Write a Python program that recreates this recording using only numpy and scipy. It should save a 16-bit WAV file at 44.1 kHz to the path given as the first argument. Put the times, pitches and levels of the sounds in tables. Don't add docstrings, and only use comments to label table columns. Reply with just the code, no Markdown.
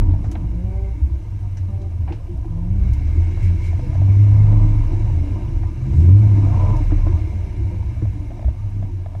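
import sys
import numpy as np
from scipy import signal
from scipy.io import wavfile
from scipy.ndimage import uniform_filter1d

SR = 44100
rng = np.random.default_rng(int(sys.argv[2]) if len(sys.argv) > 2 else 0)


def field_ratio(decibels):
    return 10 ** (np.asarray(decibels, dtype=float) / 20)


def put_to_file(sound):
    columns = np.atleast_2d(sound).T
    safe = np.clip(columns, -1, 1)
    whole_steps = np.round(safe * 32767)
    wavfile.write(sys.argv[1], SR, whole_steps.astype(np.int16))


N = 405719


def evened(x):
    return x / np.sqrt(np.mean(x ** 2) + 1e-20)


def laid(events):
    mix = np.zeros(N)
    for start_s, sound in events:
        part = mix[round(start_s * SR):][:len(sound)]
        part += sound[:len(part)]
    return mix


def columns(rows):
    s, *values = np.transpose(rows)
    t = np.arange(s[0], s[-1], 1 / SR)
    return s[0], [np.interp(t, s, v) for v in values]


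def wander(length, hz):
    pole = np.exp(-hz / SR * 6)
    return evened(signal.lfilter([1], [1, -2 * pole, pole ** 2], rng.standard_normal(length)))


def ring_gain(rings, hz):
    return 1 + sum(field_ratio(db) / (1 + (2 * (hz - centre) / width) ** 2) for centre, width, db in rings)


def shaking(colour, size, patchy_db, flicker_db, rings=()):
    hop = size // 4
    hz = np.fft.rfftfreq(size, 1 / SR)
    real, imag, patches = rng.standard_normal((N // hop + 5, len(hz), 3)).T
    patches = uniform_filter1d(patches, size=5, axis=0)
    patches = evened(uniform_filter1d(patches, size=7, axis=1))
    jolts = np.minimum(rng.exponential(1, real.shape[1]), 2.5) - 1
    colour_hz, colour_db = np.transpose(colour)
    gain = field_ratio(np.interp(np.log(hz + 1), np.log(colour_hz), colour_db, -90, -90))
    gain *= ring_gain(rings, hz)
    bins = (real + 1j * imag) * gain[:, None] * field_ratio(patchy_db * patches + flicker_db * jolts)
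    return evened(signal.istft(bins, nperseg=size, noverlap=size - hop)[1][:N])


def lifts(rows):
    t = np.arange(0, N / SR + .01, .002)
    humps = sum(np.interp(t, [s - abs(rise), s, s + abs(fall)], [0, db, 0]) for s, db, rise, fall in rows)
    return np.interp(np.arange(N) / SR, t, humps)


# (time [s], roughness [dB])
ROUGHNESS = [(0.04, 4), (.22, 3.5), (.4, 3.5), (.68, -6), (1.9, -5.5), (2.08, -4), (2.26, -3.5),
             (3.66, -0.5), (3.99, 4), (4.27, 0), (4.53, 3.5), (4.84, 1.5), (5.3, 6), (5.75, -0.5),
             (6.0, 5.5), (6.8, 5), (7.44, 0.1), (9.2, -6.5)]
# (time [s], load [dB])
WHEEL_LOAD = [(0, -3), (.7, -4), (2.3, -6), (2.69, -6), (2.87, 1.4), (3.2, 4.5), (3.99, 4), (4.299, 6),
              (5.24, 3.5), (5.75, -0.3), (5.93, 3.5), (6.06, 5.5), (6.62, 7.5), (7.1, 4.5), (7.5, 1.5),
              (8.28, -1.5), (9.2, -6)]


def follow(db, rough_share, load_share):
    t = np.arange(N) / SR
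    ground = np.interp(t, *np.transpose(ROUGHNESS))
    load = np.interp(t, *np.transpose(WHEEL_LOAD))
    return db + rough_share * ground + load_share * load


def drift(start, length, first_hz, last_hz, db):
    attack_s, start_db = 0.11, -8
    attack_end_hz = first_hz + attack_s / length * (last_hz - first_hz)
    return [(start, first_hz, db + start_db), (start + attack_s, attack_end_hz, db), (start + length, last_hz, db)]


def surge(rows, orders, rough):
    start_s, (hz, db) = columns(rows)
    size = len(hz)
    turns = np.cumsum(hz * (1 + rough * wander(size, 15.0))) / SR
    tones = sum(field_ratio(d + 0.63 * wander(size, 39.0)) * np.sin(2 * np.pi * k * turns) for k, d in orders)
    level = np.sqrt(2) * field_ratio(db + 1.3 * wander(size, 60.0))
    return start_s, level * tones * signal.windows.tukey(size, .12)


def groan(rows, partials, rough):
    start_s, (hz, low_db, high_db) = columns(rows)
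    size = len(hz)
    turns = np.cumsum(hz * (1 + rough * wander(size, 27.0))) / SR
    upper = sum(field_ratio(d + 2.6 * wander(size, 17.0)) * np.sin(2 * np.pi * k * turns + k * k) for k, d in partials)
    stack = field_ratio(low_db) * np.sin(2 * np.pi * turns) + field_ratio(high_db) * upper
    return start_s, np.sqrt(2) * stack * signal.windows.tukey(size, .45)


def ring(hz, t60, rise):
    t = np.arange(round(SR * (t60 + 3 * rise))) / SR
    shape = (1 - np.exp(-t / rise)) ** 2 * field_ratio(-60 * t / t60)
    return shape / shape.max() * np.sin(2 * np.pi * hz * t)


# (time [s], firing rate [Hz], level [dB])
THROTTLE_PUSHES = [
    [(2.75, 51.7, -31), (2.8, 56.85, -15.5), (2.99, 70.5, -22.5), (3.22, 83.87, -18.5), (3.9, 86, -25),
     (4.0, 94.75, -12.5), (4.27, 102.7, -10), (4.68, 105.1, -14.5), (4.88, 105.7, -24)],
    [(5.85, 58.45, -23), (6.014, 80.5, -10.5), (6.128, 97.3, -7), (6.202, 106.1, -10.5), (6.55, 95.95, -15),
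     (6.804, 87.3, -25), (6.906, 87.7, -19.5), (7.124, 84, -20.5), (7.2, 82.6, -9)],
]
# (start [s], length [s], first [Hz], last [Hz], level [dB])
ENGINE_DRIFTS = [
    (0.401, 0.6, 53.85, 58.5, -23.5),
    (1.251, 0.89, 101, 82.14, -25.5),
    (7.548, .7, 72.4, 54.5, -30),
    (8.551, 0.66, 104, 86, -26.5),
]
# (multiple of firing rate [-], level [dB])
FIRING_ORDERS = [(.5, -22.5), (1, 1), (1.5, -23.5), (2, -28.5), (3, -36.5)]


def engine():
    rates = THROTTLE_PUSHES + [drift(*row) for row in ENGINE_DRIFTS]
    return laid(surge(rows, FIRING_ORDERS, rough=.006) for rows in rates)


# (start [s], length [s], first [Hz], last [Hz], level [dB], lowest [Hz], highest [Hz])
FIRING_GROWLS = [
    (4.22, 0.53, 102.1, 105, -46, 450, 1090),
    (6.36, 0.43, 101.7, 88, -44, 520, 1150),
    (6.5, .3, 96, 88, -54, 1200, 3000),
]


def growl(start, length, first_hz, last_hz, db, low_hz, high_hz):
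    size = round(length * SR)
    turns = np.cumsum(np.linspace(first_hz, last_hz, size) * (1 + .03 * wander(size, 30.0))) / SR
    pulses = 0.44 + np.exp(-(turns % 1) / 0.4)
    bursts = pulses * field_ratio(2.5 * wander(size, 60.0)) * rng.standard_normal(size)
    band = signal.butter(3, [low_hz, high_hz], "band", fs=SR, output="sos")
    return start, field_ratio(db) * evened(signal.sosfilt(band, bursts)) * signal.windows.tukey(size, .7)


def growls():
    return laid(growl(*row) for row in FIRING_GROWLS)


# (start [s], length [s], first [Hz], last [Hz], level [dB])
SHAFT_HUMS = [(3.701, .32, 125, 130, -30.5), (3.999, .5, 69.8, 69.7, -26.5),
              (4.3, 0.444, 152.2, 154, -31.5), (4.4, 0.27, 180, 191, -38), (5.501, .3, 70, 71.7, -32),
              (5.75, .38, 122, 138, -23.5), (5.85, .5, 197, 203, -33.5), (6.35, 0.503, 131, 126, -26),
              (7.049, 0.49, 74, 66, -27), (7.503, 0.19, 360, 335, -41.5), (8.05, 0.24, 290, 297, -43),
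              (0.82, 0.29, 263, 285, -48), (6.3, 0.16, 370, 390, -44), (7, 0.195, 580, 628, -49.5),
              (6.54, 0.275, 915, 918, -42.5), (6.6, .22, 600, 615, -48.5), (6.6, 0.13, 1400, 980, -53),
              (4.1, 0.18, 275, 340, -42.5), (3.9, .25, 288, 284, -39.5), (5.4, 0.347, 325, 330, -40.5),
              (6.42, .25, 305, 312, -37), (2.3, 0.089, 580, 670, -50), (2.17, 0.068, 410, 620, -48),
              (6.9, 0.074, 510, 505, -46), (.75, 0.2, 86, 92, -32), (3.8, 0.11, 90, 96, -24),
              (2.3, .12, 58.3, 61, -23), (7.5, .45, 97, 100, -28), (8.06, .33, 102, 106, -29.5),
              (1.2, 0.3, 57, 54, -29), (.2, .2, 100, 104, -27.5), (4.1, 0.27, 288, 292, -41),
              (8.2, .16, 69, 63, -32), (8.7, .25, 262, 245, -48.5), (8.75, .3, 335, 345, -48),
              (7.2, 0.255, 88, 92, -26.5)]


def shafts():
    return laid(surge(drift(*row), [(1, 0)], rough=.008) for row in SHAFT_HUMS)


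# (peak time [s], lift [dB], rise [s], fall [s])
BODY_HEAVES = [
    (0.0, 20.5, 0.11, 0.29),
    (.67, -6, .12, 0.18),
    (2.79, 10, 0.59, 1.6),
    (3.46, 6.5, 0.14, 0.051),
    (3.64, 1, 0.098, 0.16),
    (4.59, 18, 0.38, 0.94),
    (5.56, 10.5, 0.099, 0.24),
    (7.0, 17.5, 0.78, 0.24),
    (8.89, 4, .5, .1),
]


def boom():
    mode_hz = 33.63
    db = follow(-31.5, rough_share=0.21, load_share=0.099) + lifts(BODY_HEAVES)
    turns = np.cumsum(mode_hz * (1 + 0.055 * wander(N, 5.6))) / SR
    return np.sqrt(2) * field_ratio(db + 1.3 * wander(N, 20.0)) * -np.cos(2 * np.pi * turns)


# (frequency [Hz], density [dB per Hz])
PAN_COLOUR = [(18, -22), (28, -16), (46, -11), (60, -2), (100, 1.5), (116, -6.5), (135, -17.5), (160, -29),
              (220, -51)]
# (frequency [Hz], width [Hz], level [dB])
FLOOR_MODES = [(56.5, 7.3, 13.5), (72.2, 3.6, 8), (86, 2.4, 9.5), (104, 8.5, 9.5), (123, 20, 6)]
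# (peak time [s], lift [dB], rise [s], fall [s])
WHEEL_RUTS = [(1.7, -6.5, 0.48, 0.034), (2.26, -5, 0.23, 0.051), (2.87, 7.5, 0.28, 0.32),
              (3.28, -7, .07, 0.088), (4.5, -4.5, .45, .3), (6.3, -3, .25, 0.32), (7.35, -3, .15, .3),
              (1.4, -3, .2, .2), (5.24, 3, 0.7, 0.04), (5.75, -8, 0.098, 0.12), (5.93, 3, 0.051, 0.11),
              (8.37, -10, 0.18, 0.078), (9.07, -9, 0.57, 0.12)]


def floor_pan():
    noise = shaking(PAN_COLOUR, size=8192, patchy_db=-0.05, flicker_db=0.9, rings=FLOOR_MODES)
    return noise * field_ratio(5.0 + follow(-28, rough_share=0.4, load_share=0.23) + lifts(WHEEL_RUTS))


# (frequency [Hz], density [dB per Hz])
DOOR_COLOUR = [(76, -29.5), (130, 0), (135, -2.5), (167, -6.5), (236, -10), (258, -12), (291, -6),
               (306, -5.5), (393, -18), (450, -30.5), (580, -55.5), (990, -120)]
# (frequency [Hz], width [Hz], level [dB])
DOOR_RINGS = [(156.3, 11, 2.5), (200, 10, 2.5), (282.55, 4.1, 7), (307.9, 7.4, 5.5), (345, 12, 4.5)]
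# (peak time [s], lift [dB], rise [s], fall [s])
DOOR_SWAYS = [(.22, -3, .1, 0.16), (.85, -2, .3, .2), (1.6, -2, 0.32, 0.36), (2.6, -3, 0.12, 0.16),
              (3.97, -4.5, 0.11, .15), (5.65, -3, 0.13, .15), (5.25, -4.5, .15, 0.16),
              (5.95, 4, 0.19, 0.23), (7.42, -4, 0.23, 0.19), (8.62, -6, 0.12, 0.11), (1.3, -3, .1, .1),
              (2.2, -4, .06, .06), (8.8, 2, 0.089, 0.11), (9.05, -6, 0.15, .15)]


def doors(shudder):
    noise = shaking(DOOR_COLOUR, size=4096, patchy_db=3.8, flicker_db=1.6, rings=DOOR_RINGS)
    return noise * field_ratio(0.73 * shudder + follow(-36, rough_share=0.96, load_share=0) + lifts(DOOR_SWAYS))


# (frequency [Hz], density [dB per Hz])
TRIM_COLOUR = [(250, -30), (430, -1), (542, -4), (602, -1), (701, -2.5), (833, -9.5), (898, -1.5),
               (981, -3), (1030, -4), (1130, -12.5), (1230, -8.5), (1270, -17.5), (1400, -24),
               (1820, -49.5), (3080, -120)]
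# (frequency [Hz], width [Hz], level [dB])
TRIM_RINGS = [(505, 18, 1.5), (615, 21, 2.5), (729, 29, 1.5), (917, 22, 2), (1001.4, 16, 3.5),
              (1200, 15, -0.5)]
# (peak time [s], lift [dB], rise [s], fall [s])
FRAME_TWISTS = [
    (0.04, 1.5, 0.14, .15),
    (.4, 1, .15, 0.099),
    (4.53, 7, 0.68, 0.63),
    (6.74, 10, 0.59, 0.093),
    (7.0, 3, 0.14, 0.54),
    (8.36, 2, 0.071, 0.54),
    (9.2, 2.5, 0.22, .1),
]


def trim(shudder):
    noise = shaking(TRIM_COLOUR, size=2048, patchy_db=2.0, flicker_db=1.05, rings=TRIM_RINGS)
    return noise * field_ratio(1.4 * shudder + follow(-49.5, rough_share=0.63, load_share=0.075) + lifts(FRAME_TWISTS))


# (frequency [Hz], density [dB per Hz])
HISS_COLOUR = [(790, -35.5), (1350, -7), (1640, -6.5), (1830, -7), (2250, -4), (3250, -13), (3870, -12.5),
               (4500, -15.5), (6060, -15), (7280, -20.5), (10100, -25), (13200, -32), (15500, -50)]
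# (frequency [Hz], width [Hz], level [dB])
CASE_RINGS = [(1623, 270, 0.5), (2784, 260, 1.5), (3864, 100, 1), (4050, 22, 1.5), (5280, 300, -0.5),
              (5960, 270, 0.5), (6780, 230, 1), (7840, 150, 3), (10030, 260, 1.5)]


def hiss(shudder):
    noise = shaking(HISS_COLOUR, size=1024, patchy_db=1.35, flicker_db=0.0, rings=CASE_RINGS)
    return noise * field_ratio(2.5 + 0.44 * shudder + follow(-59.5, rough_share=0, load_share=0.85))


def body():
    shudder = wander(N, 150.0)
    return floor_pan() + doors(shudder) + trim(shudder) + hiss(shudder)


# (time [s], peak [dB], pitch [Hz])
BODY_THUMPS = [
    (0.009, -10.5, 100.4),
    (0.072, -4.5, 91.4),
    (1.015, -5, 68.4),
    (1.11, -10, 66.6),
    (2.03, -10, 76),
    (3.167, -4.5, 81.9),
    (3.421, -4, 90.6),
    (7.625, -13.5, 84.4),
    (8.021, -9.5, 104),
    (8.449, -7.5, 64.5),
]


def thumps():
    return laid((s, field_ratio(db - 2.0) * ring(hz, t60=0.24, rise=0.0069)) for s, db, hz in BODY_THUMPS)


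# (time [s], peak [dB],
# pitch [Hz], t60 [s])
PANEL_KNOCKS = [(0.097, -34, 295, 0.048), (0.0099, -22, 150, 0.12), (.12, -24, 144, .15),
                (1.681, -32.5, 200, 0.12), (2.102, -28.5, 337, 0.094), (2.28, -33, 347, 0.24),
                (2.451, -28, 327, 0.093), (3.172, -25, 330, 0.095), (4.93, -21.5, 310, 0.058),
                (6.731, -22, 308, 0.11), (6.918, -15.5, 300, 0.1), (7.061, -22.5, 308, 0.098),
                (8.021, -22.5, 304.2, 0.066), (0.361, -30, 170, 0.59), (3.45, -26, 172, 0.34),
                (4.5, -25, 300, 0.39), (4.61, -25, 308, 0.49), (5.971, -17, 147, 0.28),
                (6.801, -24.5, 297, 0.1), (7.09, -24.5, 345, 0.092), (7.27, -31, 333, .08),
                (7.32, -32, 204, 0.22), (7.12, -24.5, 178, 0.12), (7.72, -30.5, 178, 0.21),
                (8.44, -33, 207, .1), (2.3, -32, 176, .2), (5.42, -30, 327, 0.24),
                (5.099, -25.5, 133.7, 0.48), (8.02, -27.5, 209, 0.14), (3.82, -37.5, 490, 0.19),
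                (7.71, -41.5, 500, 0.19), (2.11, -40, 470, .12), (7.46, -32.5, 187, 0.18),
                (5.47, -24, 135, 0.16), (5.86, -28.5, 195, .15), (6.47, -29, 303, .1),
                (7.57, -19, 95.3, 0.31)]


def knocks():
    return laid((s, field_ratio(db) * ring(hz, t60, rise=0.046 * t60)) for s, db, hz, t60 in PANEL_KNOCKS)


# (start [s], length [s], mid-climb time [s], level [dB], strain [dB])
STEERING_GROANS = [
    (.5, 0.47, 0.61, -28, 15.5),
    (1.66, 0.25, 1, -32, 13),
    (2.44, 0.523, 2.67, -29, 3),
]
# (multiple [-], level [dB])
PUMP_PARTIALS = [(2, 8.5), (3, 5.5), (4, 2), (5, -9), (6, -14.5), (8, -18), (11, -20.5)]


def pump(start, length, middle, db, strain_db):
    idle_hz, full_hz, climb_s = 160.3, 194.7, 0.0612
    s = np.linspace(start, start + length, num=20)
    climb = 1 / (1 + np.exp((middle - s) / climb_s))
    hz = idle_hz + (full_hz - idle_hz) * climb
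    low_db = db - strain_db * climb ** 2.9
    high_db = db - 33 + 0.53 * strain_db * climb
    return np.transpose([s, hz, low_db, high_db])


def steering():
    return laid(groan(pump(*row), PUMP_PARTIALS, rough=0.0025) for row in STEERING_GROANS)


# (time [s], tread rate [Hz], lowest partial [dB], upper partials [dB])
TYRE_SPINS = [
    [(6.28, 298, -51.5, -53), (6.42, 322, -56, -45.5), (6.52, 345, -56, -43), (6.6, 378, -53, -36)],
    [(6.54, 186.8, -42, -39), (6.62, 198.9, -44, -45.5), (6.7, 204.7, -26, -41), (6.78, 197, -48, -52)],
]
# (multiple [-], level [dB])
TREAD_PARTIALS = [
    [(2, -2), (3, -6), (4, -23)],
    [(3, -6.5), (4, -10), (5, 4.5), (6, -16), (7, -21)],
]


def tyres():
    return laid(groan(rows, partials, rough=.012) for rows, partials in zip(TYRE_SPINS, TREAD_PARTIALS))


# (time [s], peak [dB], pitch [Hz])
CLIP_TICKS = [(0.137, -35, 660), (0.242, -34, 720), (2.077, -37, 900), (2.084, -37, 750), (2.091, -39, 844),
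              (2.101, -39, 800), (2.124, -35, 844), (.352, -35, 726), (.095, -41, 800), (.19, -44, 900),
              (2.275, -49, 740), (4.93, -41, 685), (5.41, -44, 897), (7.965, -43, 640), (2.445, -41, 754),
              (3.372, -37.5, 623), (3.731, -34, 705), (3.793, -33, 640), (3.93, -34, 705),
              (3.953, -32, 650), (4.017, -33, 634), (4.525, -30, 583.7), (5.634, -35, 738),
              (6.759, -31, 703), (6.918, -29.5, 656), (6.983, -39, 550), (7.068, -30, 600),
              (7.826, -41, 900), (8.053, -36.5, 680), (8.305, -37, 618), (8.316, -36.5, 694),
              (8.372, -42, 710), (8.393, -34.5, 646), (8.425, -36, 674), (8.444, -34.5, 680),
              (8.482, -32.5, 625), (8.825, -33.5, 663), (9.06, -31.5, 670), (9.15, -33, 685)]
# (ratio to pitch [-], level [dB], t60 [s])
CLIP_MODES = [(0.998, 3.5, 0.017), (1.171, -10.5, 0.031), (1.9, -17.5, .012), (2.549, -19, 0.025),
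              (3.3, -16, 0.0062), (5.2, -25.5, 0.0073)]


def rattles():
    return laid((s, field_ratio(db + mode_db) * ring(hz * ratio, t60, rise=.0022))
                for s, db, hz in CLIP_TICKS for ratio, mode_db, t60 in CLIP_MODES)


# (frequency [Hz], density [dB per Hz])
GEAR_COLOUR = [(1950, -20), (2080, -0.5), (2150, 5), (2230, -2.5), (2320, 4), (2420, -13), (2550, -24)]
# (peak time [s], lift [dB], rise [s], fall [s])
GEAR_TAKE_UPS = [
    (.76, 7, 0.13, 0.33),
    (2.33, -5.5, 0.37, .3),
    (2.69, 3, .05, 0.13),
    (2.95, 4.5, 0.31, 0.28),
    (7.6, 3, 0.86, 1.3),
]
# (start [s], length [s], first [Hz], last [Hz], level [dB])
MESH_WHINES = [
    (0.659, 0.34, 2155, 2110, -66),
    (.8, .22, 2200, 2260, -64),
    (3.02, 0.42, 2080, 2184, -63),
    (3.054, 0.43, 2250, 2300, -58.5),
    (4.055, .6, 2124, 2200, -61.5),
]


def gears():
    rasp = shaking(GEAR_COLOUR, size=1024, patchy_db=0.5, flicker_db=1.7)
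    rasp *= field_ratio(follow(-61.5, rough_share=-.1, load_share=1.21) + lifts(GEAR_TAKE_UPS))
    return rasp + laid(surge(drift(*row), [(0.98, 0.0087)], rough=0.001) for row in MESH_WHINES)


def crackle(low_hz, high_hz, length):
    grains = rng.standard_normal(12000) * field_ratio(1.5 * np.minimum(rng.exponential(1, 12000), 4))
    band = signal.butter(2, [low_hz, high_hz], "band", fs=SR, output="sos")
    return evened(signal.sosfilt(band, grains[:round(length * SR)]))


def snap(db, low_hz, high_hz, length):
    noise = crackle(low_hz, high_hz, 2 * length)
    t = np.arange(len(noise)) / SR
    return noise * field_ratio(db - 14 * t / length) * (1 - np.exp(-t / 0.00031))


def swish(db, low_hz, high_hz, length):
    noise = crackle(low_hz, high_hz, length)
    return noise * field_ratio(db) * np.hanning(len(noise))


# (time [s], peak [dB], lowest [Hz], highest [Hz], length [s])
TWIG_SNAPS = [(.015, -41, 400, 1060, .025), (0.093, -53.5, 400, 1190, 0.013), (0.143, -43, 600, 890, 0.03),
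              (0.248, -43.5, 500, 1200, 0.024), (0.314, -42, 2200, 13500, 0.022),
              (.314, -45, 5900, 7100, .015), (0.317, -49, 500, 1500, .012), (0.353, -48, 2800, 3980, 0.012),
              (0.351, -35, 490, 960, 0.024), (.352, -45, 1540, 2300, 0.016),
              (1.57, -49.5, 1100, 8700, 0.028), (1.571, -49, 5600, 6200, .02),
              (1.569, -53, 1700, 2100, .025), (1.816, -53, 3000, 7000, 0.019),
              (2.075, -43, 560, 1080, 0.06), (2.076, -54, 1300, 2600, 0.092), (2.123, -49, 600, 5200, .045),
              (2.122, -44, 2300, 4170, 0.0065), (2.267, -58, 2000, 4000, 0.0088),
              (3.373, -44.5, 510, 980, 0.061), (2.934, -44.5, 3500, 12900, 0.015),
              (5.626, -50, 1587, 2030, 0.018), (6.766, -47, 4480, 13500, 0.019),
              (2.933, -38, 11500, 15000, .003), (.315, -48, 10500, 14500, .004),
              (6.908, -40.5, 402, 1200, 0.054), (7.066, -39.5, 475, 1100, 0.041),
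              (8.017, -37, 210, 600, 0.032)]
# (time [s], peak [dB], lowest [Hz], highest [Hz], length [s])
LEAF_BRUSHES = [
    (0.215, -59, 4470, 7460, .08),
    (3.384, -51, 2200, 11000, 0.13),
    (3.37, -51.5, 2000, 2280, 0.16),
    (3.46, -53.5, 2100, 3000, 0.049),
    (0.1, -61, 3000, 4500, .035),
    (3.588, -50.5, 2200, 10440, 0.14),
    (3.56, -51.5, 2080, 2280, 0.19),
    (4.07, -55.5, 2050, 2350, .12),
    (5.86, -55, 4600, 10600, .28),
]


def undergrowth():
    dry_twigs = laid((s, snap(*row)) for s, *row in TWIG_SNAPS)
    dry_leaves = laid((s, swish(*row)) for s, *row in LEAF_BRUSHES)
    hz = np.fft.rfftfreq(512, 1 / SR)
    colour = ring_gain(CASE_RINGS + [(2300, 330, 2.9)], hz) / np.sqrt(1 + (hz / 3500) ** 2)
    taps = signal.minimum_phase(signal.firwin2(511, hz, colour ** 2, fs=SR))
    return signal.oaconvolve(dry_twigs + dry_leaves, taps)[:N]


def scene():
    mix = engine() + growls() + shafts() + boom() + body() + thumps() + knocks()
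    mix += steering() + tyres() + rattles() + gears() + undergrowth()
    return mix[None]


# (frequency [Hz], density [dB per Hz])
MIC_NOISE = [(1760, -31.5), (3000, -1), (3540, -8.5), (5450, -8.5), (10100, -12), (13300, -13.5),
             (15600, -19)]


def self_noise():
    rings = [(8450, 130, 4), (10000, 500, -1.5)]  # (Hz, width Hz, dB)
    return field_ratio(-69.5) * shaking(MIC_NOISE, size=512, patchy_db=2.5, flicker_db=2.0, rings=rings)


def low_pass(x):
    return signal.sosfilt(signal.butter(12, 15690, fs=SR, output="sos"), x)


def record(dry):
    noisy = dry + self_noise()
    limited = 1.106 * np.tanh(noisy / 1.12)
    return low_pass(limited)


dry = scene()
out = record(dry)
put_to_file(out)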